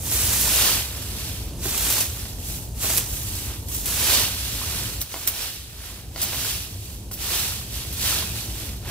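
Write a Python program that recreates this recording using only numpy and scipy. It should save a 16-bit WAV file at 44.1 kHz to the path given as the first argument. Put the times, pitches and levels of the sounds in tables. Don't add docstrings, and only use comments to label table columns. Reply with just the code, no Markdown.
import sys
import numpy as np
from scipy import signal
from scipy.fft import rfft, irfft
from scipy.io import wavfile
from scipy.ndimage import uniform_filter1d, map_coordinates

SR = 44100
rng = np.random.default_rng(int(sys.argv[2]) if len(sys.argv) > 2 else 0)


def store_wav(level_fs):
    pcm = np.round(np.clip(np.atleast_2d(level_fs), -1, 1) * 32767)
    wavfile.write(sys.argv[1], SR, pcm.T.astype(np.int16))


N = 392490


def from_db(db):
    return 10 ** (np.asarray(db) / 20)


def rms_one(x):
    return x / np.sqrt(np.mean(x ** 2) + 1e-20)


def in_time(rows):
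    s, *columns = np.transpose(rows)
    return [np.interp(np.arange(N) / SR, s, column) for column in columns]


def colour(x, points, size=8192):
    hz, db = np.transpose(points)
    grid = np.maximum(np.fft.rfftfreq(size, 1 / SR), 1)
    gain = from_db(np.interp(np.log(grid), np.log(hz), db))
    cepstrum = irfft(np.log(gain))
    cepstrum[1:size // 2] *= 2
    cepstrum[size // 2 + 1:] = 0
    impulse = irfft(np.exp(rfft(cepstrum)))
    return signal.oaconvolve(x, impulse[None], axes=-1)[:, :N]


def drift(rate):
    knots = rng.standard_normal(N // 16)
    return rms_one(np.interp(np.arange(N) / SR * rate, np.arange(len(knots)), knots))


def white_pair(direct):
    alike = np.sqrt(direct) * rng.standard_normal(N)
    return alike + np.sqrt(1 - direct) * rng.standard_normal((2, N))


def fade(clicks, t60):
    return signal.lfilter([1], [1, -from_db(-120 / (t60 * SR))], clicks + 1e-18)


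def ring(drive, hz, t60):
    radius, angle = from_db(-60 / (t60 * SR)), 2 * np.pi * hz / SR
    feedback = [1, -2 * radius * np.cos(angle), radius * radius]
    return signal.lfilter([0, np.sin(angle)], feedback, drive + 1e-18)


def snaps(per_s, spread_db, t60, largest=1.9):
    born = rng.random(N) < per_s / SR
    sizes = from_db(spread_db * np.minimum(rng.exponential(1, N), largest))
    energy = fade(born * sizes ** 2 / per_s, t60)
    return energy / energy.mean()


def grains(energy, spectrum, sliding, direct):
    envelope = np.sqrt(sliding + (1 - sliding) * energy)
    return rms_one(colour(envelope * white_pair(direct), spectrum))


# (frequency [Hz], relative level [dB per Hz])
AIR_COLOUR = [(100, 12), (300, -4.5), (700, -10), (1300, -37), (3000, -13), (8000, -2.5), (16000, -12)]


def air():
    return from_db(-48.5) * rms_one(colour(white_pair(direct=0.52), AIR_COLOUR))


# (time [s], level before trim [dB])
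RUMBLE_LEVEL = [(0.0, -32), (0.25, -29), (0.88, -34), (1.02, -32.5), (1.6, -31), (1.96, -33.5), (2.2, -33),
                (3.3, -31.5), (4.2, -33), (4.98, -32), (5.06, -42.5), (5.75, -40.5), (6.1, -37), (6.8, -35),
                (7.25, -36), (8.0, -32.5), (8.9, -32.5)]
# (frequency [Hz], relative level [dB per Hz])
RUMBLE_SPECTRUM = [(20, -24), (33, -25), (45, -6), (57, -2.5), (70, -1), (86, -3.5), (112, -4),
                   (140, -13.5), (200, -17), (300, -21), (500, -28.5), (900, -34), (2000, -59.5)]


def rumble(drone_hz=58, waver_hz=5, drone_db=-6, trim_db=0.86):
    level_db, = in_time(RUMBLE_LEVEL)
    noise = rms_one(colour(white_pair(direct=0.98), RUMBLE_SPECTRUM))
    pitch_hz = drone_hz + waver_hz * drift(19)
    drone = rms_one(np.sin(2 * np.pi * np.cumsum(pitch_hz) / SR))
    low = noise + from_db(drone_db) * drone
    power = uniform_filter1d(np.mean(low ** 2, axis=0), SR // 4)
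    even = low / np.sqrt(power + .1)
    return from_db(level_db + trim_db) * rms_one(even)


# (time [s], relative strength [dB], tilt about 1 kHz [dB per octave])
KNOCK_HITS = [(1.655, -23, -7.5), (1.867, -24.5, -7), (2.255, -35, 9.5), (2.845, -19, 0), (2.902, -19, 3),
              (5.1421, -19.5, 2), (5.163, -24, 2.5), (6.161, -24, 5.5), (6.178, -30, 6), (6.332, -23, 2),
              (6.346, -23, 6), (7.113, -27, 0.5), (7.305, -27, -7), (7.322, -27, -5), (7.85, -29.5, 2.5)]
# (frequency [Hz], relative level [dB], decay t60 [s])
RAKE_RESONANCES = [(290, -20.5, 0.047), (380, -10.5, 0.049), (675, -12.5, 0.071), (787, -14, 0.11),
                   (1060, -3, 0.014), (1430, -6, 0.015), (2110, -2, 0.0082), (2900, -4, 0.0061),
                   (4600, -2, .004)]


def knocks(rattle_t60=0.17, rattle_db=-31):
    s, strength_db, tilt_db = np.transpose(KNOCK_HITS)
    chance = rng.standard_normal((len(KNOCK_HITS), len(RAKE_RESONANCES)))
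    out = np.zeros(N)
    for k, (hz, mode_db, t60) in enumerate(RAKE_RESONANCES):
        blow_db = strength_db + mode_db + tilt_db * np.log2(hz / 1000) + 2 * chance[:, k]
        blows = np.zeros(N)
        blows[(s * SR).astype(int)] = from_db(blow_db)
        shaking = np.sqrt(fade(blows ** 2, rattle_t60))
        rattle = from_db(rattle_db) * shaking * rng.standard_normal(N)
        out += ring(blows + rattle, hz, t60)
    return out / 2


# (time [s], relative crack level [dB], relative spray level [dB], spray decay t60 [s])
TINE_FLICKS = [(0.115, -3, -20, 0.14), (0.4115, -1, -12, 0.046), (1.7786, 4, -17, 0.043),
               (1.901, -11, -11, 0.066), (1.926, 1, -20, 0.055), (2.004, -4.5, -9.5, 0.13),
               (2.8389, -19.5, -37, 0.062), (2.9024, -3.5, -16, .07), (2.965, -12, -13, 0.075),
               (2.9745, 4, -8, 0.055), (2.978, 2, -8.5, 0.067), (3.6857, -13, -25, 0.084),
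               (3.7475, -13, -18.5, 0.075), (3.8566, -13, -15.5, 0.12), (5.008, -6, -21, 0.095),
               (5.015, -2, -12.5, 0.063), (5.2703, -12, -20, 0.053), (5.2751, 13, -9, 0.12),
               (6.216, -9, -11.5, 0.093), (6.227, -22, -13, 0.14), (7.1122, -25, -26, 0.24),
               (7.131, -22, -23, 0.19), (7.925, -25.5, -25, 0.14)]
# (frequency [Hz], relative level [dB per Hz])
FLICK_COLOUR = [(300, -8), (1200, -12), (3000, -3), (6000, 1), (11000, 6), (16000, 3.5)]


def flicks(level_db=-5.5):
    cracks, spray = np.zeros(N), np.zeros(N)
    for s, crack_db, spray_db, t60 in TINE_FLICKS:
        at = int(s * SR)
        cracks[at] += from_db(crack_db) ** 2
        age = np.arange(N - at)[:SR // 2] / SR
        onset = 1 - np.exp(-age / .0015)
        spray[at:at + len(age)] += from_db(spray_db - 60 * age / t60) ** 2 * onset
    snapping = (1 + snaps(2500, spread_db=2.5, t60=.003)) / 2
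    energy = fade(cracks, t60=.0013) + spray * snapping
    return from_db(level_db) * colour(np.sqrt(energy) * white_pair(direct=0.68), FLICK_COLOUR)


# (fullest time [s], rustle level [dB], rise [s], fall [s], # bulk re rustle [dB], crispness re rustle [dB])
LEAF_SWELLS = [(0.07, -41, 0.079, 0.12, -4, 10.5), (0.68, -24, 0.2, 0.15, -7.5, 1.5),
               (0.97, -41, 0.151, 0.21, -3, 3), (1.24, -37.5, 0.25, 0.26, -7.5, 1.5),
               (2.2, -40.5, 0.15, 0.2, -7, 2.5), (2.501, -40.5, 0.1, 0.16, -10, 7),
               (3.14, -40, 0.1, 0.32, -9.5, 7.5), (3.39, -39, 0.19, 0.21, -8, 3.5),
               (3.52, -43, 0.062, 0.058, 1.5, -12.5), (3.74, -40, 0.054, 0.14, -11, 10),
               (4.16, -23, 0.16, 0.16, -9, -1), (4.42, -34.5, 0.14, 0.35, -10.5, 0.5),
               (4.77, -34, 0.33, 0.27, -6, 2), (5.43, -35, 0.13, 0.2, -14, -2),
               (5.88, -42.5, 0.19, 0.18, -3, 0), (6.479, -32, 0.16, 0.19, -12.5, 0.5),
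               (6.88, -46.5, 0.237, 0.19, -24, 3), (7.4, -30, 0.12, 0.21, -10.5, 1),
               (7.76, -36.5, 0.0774, 0.22, -11, 0.5), (8.08, -28, 0.11, 0.19, -13.5, 2.5),
               (8.39, -36, 0.11, 0.16, -9.5, 1), (8.62, -38.5, 0.14, 0.17, -6.5, 1),
               (8.9, -37.5, 0.055, 0.046, 1, -3)]
SWELL_ROUNDNESS = 1.5


def swells(t):
    for fullest, db, rise, fall, bulk_db, crisp_db in LEAF_SWELLS:
        away = np.maximum((fullest - t) / rise, (t - fullest) / fall)
        yield from_db(db - 10 * away ** SWELL_ROUNDNESS), bulk_db, crisp_db


# (full bite time [s], length [s], rustle level [dB], growth over the pull [dB],
#  bulk re rustle [dB], crispness re rustle [dB], delay of the right microphone where it lands [ms])
RAKE_PULLS = [(0.129, 0.49, -31.5, 1.5, -5.5, 7.5, -0.064), (1.65, 0.33, -35, 6.5, -5.5, 5.5, -0.071),
              (2.835, 0.14, -32.5, 0, -5, 7, -0.065), (3.881, 0.25, -34.5, 6, -6, 6, 0.0039),
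              (5.124, 0.33, -41, 2, -4, 3.5, 0.05), (6.202, 0.28, -35.5, 0, -6, 2, 0.051),
              (7.218, 0.13, -35, 5, -7.5, 2, 0.051), (8.046, 0.16, -32, 0, -5.5, -12, 0.065)]
PULL_ATTACK_DB_PER_S, PULL_RELEASE_DB_PER_S = 260, 110


def pulls(t):
    for start, length, db, growth_db, bulk_db, crisp_db, _ in RAKE_PULLS:
        age = t - start
        attack_db = PULL_ATTACK_DB_PER_S * np.minimum(age, 0)
        release_db = PULL_RELEASE_DB_PER_S * np.maximum(age - length, 0)
        gathered_db = growth_db * np.clip(age / length, 0, 1)
        yield from_db(db + attack_db - release_db + gathered_db), bulk_db, crisp_db


BULK_FOLLOWS, USUAL_RUSTLE_DB = 0.12, -33


def stirring(rest_db=-62):
    t = np.arange(0, N, 64) / SR
    power = from_db(rest_db) ** 2
    for gain, bulk_db, crisp_db in [*pulls(t), *swells(t)]:
        power = power + (gain * from_db([[0], [bulk_db], [crisp_db]])) ** 2
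    rustle_db, bulk_db, crisp_db = 10 * np.log10(power)
    deeper_db = BULK_FOLLOWS * (rustle_db - USUAL_RUSTLE_DB)
    return in_time(np.transpose([t, rustle_db, bulk_db - rustle_db + deeper_db, crisp_db - rustle_db]))


def twigs(rustle_db, per_s=70, spread_db=3.5, cycles=22, level_db=-7, count=24):
    at = np.flatnonzero(rng.random(N) < per_s / SR)
    chance = rng.standard_normal((len(at), 3))
    sizes = from_db(rustle_db[at] + spread_db * np.minimum(rng.exponential(1, len(at)), 3))
    dealt, out = rng.integers(0, count, len(at)), np.zeros((2, N))
    for k, hz in enumerate(np.geomspace(1000, 5000, count)):
        mine, clicks = dealt == k, np.zeros((2, N))
        sides = np.sign(chance[mine, 0]) + chance[mine, 1:].T / 2
        clicks[:, at[mine]] = sizes[mine] * sides
        out += ring(clicks, hz, cycles / hz)
    return from_db(level_db) * out


def stalks(per_s, crisp_db, spread_db=2.0, t60=0.013, uneven=0.9, count=40):
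    at = np.flatnonzero(rng.random(N) < per_s / SR)
    sizes = from_db(spread_db * np.minimum(rng.exponential(1, len(at)), 5)) / np.sqrt(per_s[at])
    sides = rng.choice([-1, 1], (len(at), 1)) + uneven * rng.standard_normal((len(at), 2))
    dealt, out = rng.integers(0, count, len(at)), np.zeros((2, N))
    for k, hz in enumerate(np.linspace(2500, 15200, count)):
        mine, clicks = dealt == k, np.zeros((2, N))
        crispness = from_db(crisp_db[at[mine]] * np.clip(hz / 5000 - 1, 0, 1))
        clicks[:, at[mine]] = sizes[mine] * crispness * sides[mine].T
        out += ring(clicks, hz, t60 * np.sqrt(4000 / hz))
    return rms_one(out)


# (frequency [Hz], relative level [dB], decay t60 [s])
TINE_RESONANCES = [(1850, -14, 0.12), (3140, -7, 0.041), (4620, -3, 0.075), (10300, -20, .06)]


def tines():
    drag = white_pair(direct=0.19)
    song = sum(from_db(db) * ring(drag, hz, t60) for hz, db, t60 in TINE_RESONANCES)
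    return from_db(-16) * rms_one(song)


# (frequency [Hz], relative level [dB per Hz])
HEAP_COLOUR = [(90, -10.5), (200, -1), (350, 0.5), (600, 0.5), (1000, -0.5), (1700, 1), (2400, 1),
               (3600, -10), (7000, -59)]


def heap(breaking, per_s, bulk_db):
    crushing = snaps(per_s / 2, spread_db=2.0, t60=0.007)
    return from_db(bulk_db + 0.28) * grains((crushing + breaking) / 2, HEAP_COLOUR, sliding=0.47, direct=0.88)


# (frequency [Hz], relative level [dB per Hz])
RUSTLE_COLOUR = [(700, -29), (1500, -9), (2100, -5), (2700, 0), (4200, 2), (6000, -3), (8000, -12.5),
                 (11000, -3.5), (16000, -23)]


def rustle():
    return from_db(2.5) * rms_one(colour(white_pair(direct=0.38), RUSTLE_COLOUR))


# (frequency [Hz], relative level [dB per Hz])
CRACKLE_COLOUR = [(1500, -23.5), (4000, -15), (6500, 2), (8500, 2.5), (11000, 0), (14000, -0.5),
                  (16000, 0.5)]


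def crackle(breaking, crisp_db):
    return from_db(crisp_db + 4.5) * grains(breaking, CRACKLE_COLOUR, sliding=0.94, direct=0.21)


def leaves():
    rustle_db, bulk_db, crisp_db = stirring()
    per_s = 1800 * from_db(.6 * (rustle_db - rustle_db.max())) + 350
    clump_db = 0.62 * drift(160)
    breaking = snaps(per_s, spread_db=2.5, t60=0.00057)
    ticks = from_db(0.5) * stalks(2 * per_s, crisp_db)
    stirred = heap(breaking, per_s, bulk_db) + rustle() + crackle(breaking, crisp_db) + ticks + tines()
    return from_db(rustle_db + clump_db) * stirred + twigs(rustle_db)


HEAP_DELAY_MS, REACH_S, FOLLOW_THROUGH_S = 0.077, 0.2, 0.18


def bearing():
    t = np.arange(N) / SR
    delay_ms = np.full(N, HEAP_DELAY_MS)
    for start, length, *_, lands_ms in RAKE_PULLS:
        turns = [start - REACH_S, start, start + length + FOLLOW_THROUGH_S]
        delay_ms += np.interp(t, turns, [0, lands_ms - HEAP_DELAY_MS, 0])
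    return delay_ms


def from_rake(pair, shadow_db_per_ms=0.5):
    delay_ms = bearing()
    right = map_coordinates(pair[1], [np.arange(N) - delay_ms * SR / 1000], order=5)
    balance_db = shadow_db_per_ms * delay_ms * [[1], [-1]]
    return np.array([pair[0], right]) * from_db(balance_db)


def scene():
    background = air() + rumble()
    return background + from_rake(knocks() + flicks() + leaves())


# (frequency [Hz], gain [dB])
LEFT_PORT_COLOUR = [(100, -1.1), (400, 1), (1000, -0.9), (2200, -2.6), (2900, -2), (4600, -2), (5200, -3.5),
                    (7400, -6), (8400, -1.7), (10600, -1), (12000, -2.5), (13700, -4), (15400, -0.5)]
RIGHT_PORT_COLOUR = [(100, -1.46), (1000, 1.97), (2200, -1.4), (3000, 0), (4500, -0.3), (5900, 2.5),
                     (6800, -2), (7600, 1.5), (8600, -4.5), (9400, -3.5), (10800, -0.5), (11700, -1),
                     (13500, 3), (15400, -4.5)]
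CUTOFF_HZ = 15600


def record(dry):
    ported = np.vstack([colour(dry[:1], LEFT_PORT_COLOUR), colour(dry[1:], RIGHT_PORT_COLOUR)])
    rounded = ported / (1 + (ported / .72) ** 4) ** .25
    steep = signal.ellip(12, .1, 80, CUTOFF_HZ, fs=SR, output="sos")
    return signal.sosfilt(steep, rounded)


dry = scene()
out = record(dry)
store_wav(out)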